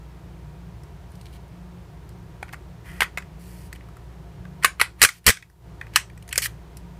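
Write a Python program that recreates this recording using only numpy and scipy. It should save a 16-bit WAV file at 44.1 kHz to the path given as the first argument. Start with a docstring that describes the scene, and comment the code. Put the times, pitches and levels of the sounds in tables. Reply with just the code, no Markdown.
"""Close to the microphone, hands press brass cartridges off a strip in a steel guide into a plastic magazine.
Each contact is a blow and a short chatter that ring the hollow magazine shell and the brass and steel.
Low thuds are damped sine swings of the body; slides and creaks are gritty noise in the same resonances.
Behind them a fan hums, made of a tone and noise bands, in a small cloth-damped room with a diffuse tail.
A limiter ducks the room after the loudest snaps."""
import sys
import numpy as np
from scipy import signal
from scipy.fft import rfft, irfft, next_fast_len
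from scipy.io import wavfile
from scipy.ndimage import uniform_filter1d, minimum_filter1d, map_coordinates

SR = 44100
rng = np.random.default_rng(int(sys.argv[2]) if len(sys.argv) > 2 else 0)


def master(y):
    """Save y as 16-bit WAV."""
    cut = np.clip(np.atleast_2d(y).T, -1, 1)
    pcm = np.round(cut * 32767)  # scale
    wavfile.write(sys.argv[1], SR, pcm.astype(np.int16))


N = 308259  # samples, about 7 s

# contacts of hand, brass, steel and magazine, levels as short-term peaks ahead of the limiter:
# (time [s], shell level [dB], brass level [dB], centre of the struck shell modes [Hz])
CONTACTS = [(0.834, -54, -49.5, 1670), (1.118, -59, -52, 3600), (1.154, -51, -49, 4200),
            (1.213, -41.5, -47.5, 4200), (1.257, -39.5, -52, 3730), (1.266, -42, -55, 3630),
            (1.337, -49, -60, 3400), (1.366, -51, -63, 3200), (1.48, -68, -61, 3600),
            (2.091, -62, -48, 3000), (2.428, -24, -40, 1720), (2.482, -43, -60, 1520),
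            (2.491, -38.5, -67, 1770), (2.529, -37, -42, 1680), (2.534, -29.5, -42, 1570),
            (2.542, -30, -48, 1700), (3.006, -9.5, -20, 2370), (3.019, -7, -29, 1480),
            (3.029, -31, -29, 2400), (3.036, -28, -48, 1630), (3.043, -26, -50, 2110),
            (3.053, -42, -56, 2200), (3.174, -18, -33.5, 1600), (3.182, -23.5, -36, 1970),
            (3.223, -38, -56, 1820), (3.728, -30.5, -37.5, 1540), (3.808, -42, -67, 2000),
            (3.887, -45, -60, 1260), (3.968, -42.5, -50.5, 1320), (4.453, -38.5, -75, 1460),
            (4.635, -21, -26.5, 1820), (4.646, 1, -7, 1910), (4.657, -9, -19, 2390),
            (4.798, -12.5, -24.5, 1850), (4.803, -13.5, -22.5, 1970), (4.813, 3, -7, 1940),
            (4.996, -40, -38, 2000), (5.017, 6, 3.5, 1830), (5.027, 7, 9, 2560), (5.036, 9, 8, 2000),
            (5.048, 8.5, 5, 1910), (5.089, -4, -16, 2030), (5.243, -37.5, -34, 2220), (5.265, 5, 8, 2380),
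            (5.279, 8.5, 2, 2270), (5.286, 1, 3, 1910), (5.294, 4.5, 3, 2040), (5.302, 3, -1.5, 2360),
            (5.371, -19.5, -35.5, 2100), (5.425, -24, -42, 2180), (5.499, -39, -45, 1368),
            (5.813, -24, -49.5, 1860), (5.868, -38.5, -58, 1820), (5.937, -39.5, -47.5, 1990),
            (5.959, -0.5, -4, 2280), (5.97, -13, -25, 2210), (6.099, -40, -52, 1980),
            (6.176, -41, -45, 1900), (6.225, -41, -44, 3140), (6.278, -42, -40, 1900),
            (6.29, -39, -36, 2240), (6.307, -58, -47, 2240), (6.327, -20.5, -22, 2420),
            (6.357, -21.5, -23.5, 2150), (6.378, -17.5, -7.5, 2070), (6.385, -17.5, -30, 2170),
            (6.427, -26, -32.5, 2410), (6.458, -17.5, -26, 1880), (6.77, -47.5, -36.5, 2560)]
# resonances of the hollow magazine shell: (frequency [Hz], width [Hz], relative level [dB])
SHELL_MODES = [(800, 990, -7.5), (1050, 210, 3), (1226, 290, 1.5), (1460, 200, 4), (1570, 260, 1.5),
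               (1910, 230, 6), (2220, 627, 4), (2360, 240, 5.5), (2544, 82, -1.5), (3000, 810, 4),
               (3297, 950, 1), (4100, 740, 0.5), (4370, 1300, -7)]
# resonances of the cartridges and steel strip: (frequency [Hz], width [Hz], relative level [dB])
BRASS_MODES = [(4520, 900, 0), (5850, 1200, -1), (6800, 1300, -1), (7800, 1300, 0), (9000, 1500, 0),
               (10900, 1700, 0), (12100, 1700, 0), (13500, 2000, 0), (14800, 2000, -5)]


def amp(db):
    """dB to gain."""
    return 10 ** (np.asarray(db) / 20)


def unit(x):
    """Scale to rms 1."""
    return x / np.sqrt(np.mean(x ** 2) + 1e-20)


def along(points, hz):
    """Interpolate (Hz, value) points on a log frequency axis."""
    point_hz, value = np.transpose(points)
    return np.interp(np.log(hz + 1), np.log(point_hz + 1), value)


def filtered(x, response):
    """Multiply the spectrum of x by a response of frequency, with zero padding."""
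    m = next_fast_len(x.shape[-1] + 8192)
    spectrum = rfft(x, m) * response(np.fft.rfftfreq(m, 1 / SR))
    return irfft(spectrum, m)[..., :x.shape[-1]]


def modes(table, centre_hz, octaves, scatter_db=2):
    """Causal resonances of a body, favoured near the centre, their strengths scattered at each call."""
    def response(f):
        luck = scatter_db * rng.standard_normal(len(table))
        total = 0
        for k, (hz, width, db) in enumerate(table):
            distance = np.log2(hz / centre_hz) / octaves
            strength = (-1) ** k * amp(db + luck[k] - 4.16 * distance ** 2)  # alternating sign
            total = total + strength * 1j * f * width / (hz * hz - f * f + 1j * f * width)
        return total
    return response


def fan():
    """A slowly wavering motor tone and noisy duct resonances over broad air noise."""
    # duct resonances: (frequency [Hz], width at half amplitude [Hz], level [dB rms])
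    duct_bands = [(79.8, 13, -53), (114.4, 7.6, -50), (149.3, 16, -51.5), (177.3, 6.5, -50),
                  (355, 140, -57.5), (702.3, 29, -65.5), (944, 61, -65)]
    # spectrum of the room air: (frequency [Hz], relative level [dB])
    air_spectrum = [(15, -62), (25, -24), (35, -22), (48, -4.5), (86, -10.5), (165, -10), (188, -17),
                    (210, -24), (360, -22.5), (948, -27), (6950, -47), (12600, -54), (15600, -52.5)]
    motor_hz, motor_db, air_db = 59.8, -46, -47  # levels in dB rms, the motor's before its waver
    t = np.arange(N) / SR
    waver = map_coordinates(rng.standard_normal(40), [t * 5])  # 5 random points a second
    motor = np.sqrt(2) * amp(motor_db + 1.4 * waver) * np.sin(2 * np.pi * motor_hz * t)

    def band(centre, width):
        """Noise through one narrow duct resonance."""
        return unit(filtered(rng.standard_normal(N), lambda f: 1 / (1 + (2 * (f - centre) / width) ** 2)))

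    hum = sum(amp(db) * band(hz, width) for hz, width, db in duct_bands)
    air = unit(filtered(rng.standard_normal(N), lambda f: amp(along(air_spectrum, f))))
    return motor + hum + amp(air_db) * air


def room(x):
    """The walls return a diffuse noise tail of energy 1, each frequency dying at its own speed."""
    # decay of the cloth-damped room: (frequency [Hz], time to fall 60 dB [s])
    decay = [(300, 0.23), (2000, .14), (6000, 0.2), (15000, 0.1)]
    hz, t, z = signal.stft(rng.standard_normal(SR // 4), SR, nperseg=256)
    fade = amp(-60 * t / along(decay, hz)[:, None])
    tail = signal.istft(z * fade, SR, nperseg=256)[1]
    return signal.fftconvolve(x, tail / np.linalg.norm(tail))


def rubs():
    """Skin, brass and steel slide, and creak before a snap: gritty noise in the shell and brass modes."""
    # slides: (start [s], length [s], shell level [dB], fizz level [dB], centre of the rubbed shell modes [Hz])
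    slides = [(1.103, 0.21, -76, -69, 3600), (1.328, 0.04, -59.5, -61, 3600),
              (2.527, 0.0051, -42, -50.5, 1900), (2.859, 0.18, -48.5, -58, 1800),
              (3.011, 0.025, -31, -39, 2740), (3.409, 0.26, -61.5, -57, 2320),
              (3.75, 0.014, -53, -60, 2330), (4.626, .012, -34, -50, 1900), (5.021, .035, -5, -17, 2150),
              (5.096, .09, -44.5, -44.5, 2550), (5.269, 0.023, -2, -7.5, 2200),
              (6.311, .016, -42.5, -58, 2350), (6.356, .05, -47, -49, 2216),
              (6.422, .045, -33.5, -29, 2880)]
    # a slide swells over a share of its length, stops, and a shiver dies after it
    rise_share, shortest_stop_s, stop_db, shiver_db_per_s = .2, 0.0094, 26, 247.5
    # strain swells into each contact above a shell level; creak levels are relative to that contact
    creak_over_db, creak_db, creak_fizz_db, creak_db_per_s = -6, -35, -46, 900.5
    out, t = np.zeros(N), np.arange(N) / SR
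    # roughness: a random level with a new point every 60 samples
    grit = amp(2.2 * map_coordinates(rng.standard_normal(N // 60 + 4), [np.arange(N) / 60]))
    fizz_modes = modes(BRASS_MODES, 9500, octaves=1.2, scatter_db=0)
    fizz = unit(filtered(grit * rng.standard_normal(N), fizz_modes))

    def add(span, shape_db, shell_db, fizz_db, hz):
        """One sound over a stretch of time; a harder rub wakes more modes."""
        spread = np.interp(shell_db, [-50, -30], [.5, .8])  # octaves
        noise = grit[span] * rng.standard_normal(span.sum())
        shell = unit(filtered(noise, modes(SHELL_MODES, hz, spread, scatter_db=0.5)))
        out[span] += amp(shape_db) * (amp(shell_db) * shell + amp(fizz_db) * fizz[span])

    for s, length, shell_db, fizz_db, hz in slides:
        start = s - rise_share * length
        stop = s + length + max(shortest_stop_s, rise_share * length)
        span = (t > start) & (t < stop + .3)
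        shape_db = np.interp(t[span], [start, s, s + length, stop, stop + 1],
                             [-30, 0, 0, -stop_db, -stop_db - shiver_db_per_s])
        add(span, shape_db, shell_db, fizz_db, hz)
    for s, db, _, hz in CONTACTS:
        if db > creak_over_db:
            span = (t > s - .06) & (t < s)
            add(span, creak_db_per_s * (t[span] - s), db + creak_db, db + creak_fizz_db, hz)
    return out


def thuds():
    """Heavily damped sine swings of the hollow magazine in the hand; a higher pitch dies faster."""
    # dull thuds under hard contacts, level ahead of the damping: (time [s], level [dB], pitch [Hz])
    body_thuds = [(2.428, -22, 800), (2.534, -31.5, 800), (3.006, -16, 905), (3.019, -24.5, 460),
                  (3.175, -27, 720), (4.646, -23, 405), (4.813, -18, 450), (5.036, -4.5, 446.5),
                  (5.959, -29, 417), (6.379, -22, 543)]
    # the column bottoms out, level ahead of each mode's own: (time [s], level [dB])
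    thumps = [(5.016, -16.5), (5.029, -8), (5.048, -10), (5.264, -6.5), (5.278, 3), (5.293, 3.5)]
    # swings in every such thump: (frequency [Hz], relative level [dB])
    thump_modes = [(100, -1), (220, -7.5), (450, -4)]
    out, t = np.zeros(N), np.arange(SR // 20) / SR
    swings = body_thuds + [
        (s, db + mode_db, hz) for s, db in thumps for hz, mode_db in thump_modes]
    for s, db, hz in swings:
        swing = np.sin(2 * np.pi * hz * t) * np.exp(-(110 + 0.33 * hz) * t)
        out[round(s * SR):][:len(t)] -= amp(db) * swing
    return out


def clicks():
    """A contact is a sharp blow and a few milliseconds of chatter that ring the shell and the brass."""
    # a harder contact chatters longer: (shell level [dB], 60 dB decay ahead of each part's length factor [ms])
    chatter_decay = [(-12.5, 23), (-6.5, 36.2)]
    brass_hz = 7600  # centre of the brass modes a contact wakes
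    shell_room_db, brass_room_db = -12.5, -12.5  # how much of each the walls return
    out, t = np.zeros(N + SR), np.arange(SR // 12) / SR
    blow = 1. * (t == 0)
    for s, shell_db, brass_db, shell_hz in CONTACTS:
        spread = np.interp(shell_db, [-25, 0], [.42, .82])  # octaves: a harder blow wakes more modes
        t60_ms = np.interp(shell_db, *np.transpose(chatter_decay))
        # level, resonances, chatter length factor, strength of the blow, room level
        parts = ((shell_db, modes(SHELL_MODES, shell_hz, spread), .75, 7, shell_room_db),
                 (brass_db, modes(BRASS_MODES, brass_hz, octaves=0.74), 1.05, 2.5, brass_room_db))
        hit = echo = 0
        for db, ring, length, sharp, room_db in parts:
            envelope = (1 - np.exp(-t / .0003)) * amp(-60000 * t / (length * t60_ms))
            chatter = envelope * rng.standard_normal(len(t))
            clack, colour = filtered(np.array([chatter + sharp * blow, blow]), ring)
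            # level over the loudest 1.5 ms
            clack = amp(db) * clack / np.sqrt(2 * uniform_filter1d(clack ** 2, size=66).max())
            hit = hit + clack
            # the walls blur the chatter: only its colour and energy go to the room
            echo = echo + amp(room_db) * colour * np.linalg.norm(clack) / np.linalg.norm(colour)
        wet = room(echo)
        out[round(s * SR):][:len(t)] += hit
        out[round(s * SR) + 200:][:len(wet)] += wet  # the walls answer 4.5 ms later
    return out[:N]


def scene():
    """Everything at the microphone."""
    return (fan() + rubs() + thuds() + clicks())[None]


def record(dry):
    """Limiter that ducks at once, holds for 0.3 s and glides back; then hiss, soft clip and band limit."""
    top_hz, threshold_db = 15500, -2.5
    level = np.sqrt(2 * np.abs(uniform_filter1d(dry ** 2, size=88)))
    need = np.minimum(1, amp(threshold_db) / (level + 1e-9))
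    hold = round(.3 * SR)
    # the window lies in the past but for 60 samples of look-ahead
    held = minimum_filter1d(np.log(need), 2 * (hold // 2) + 1, origin=hold // 2 - 60, mode="nearest")
    fall = np.exp(-1 / (0.033 * SR))  # 33 ms glide
    glide = signal.lfilter([1 - fall], [1, -fall], held)
    gain = np.exp(np.minimum(uniform_filter1d(held, size=60), glide))
    x = dry * gain + amp(-70) * rng.standard_normal(N)  # the electronics hiss after the limiter
    x = x / (1 + np.abs(x) ** 8) ** (1 / 8)
    return filtered(x, lambda hz: 1 / (1 + (hz / top_hz) ** 100))


dry = scene()
out = record(dry)
master(out)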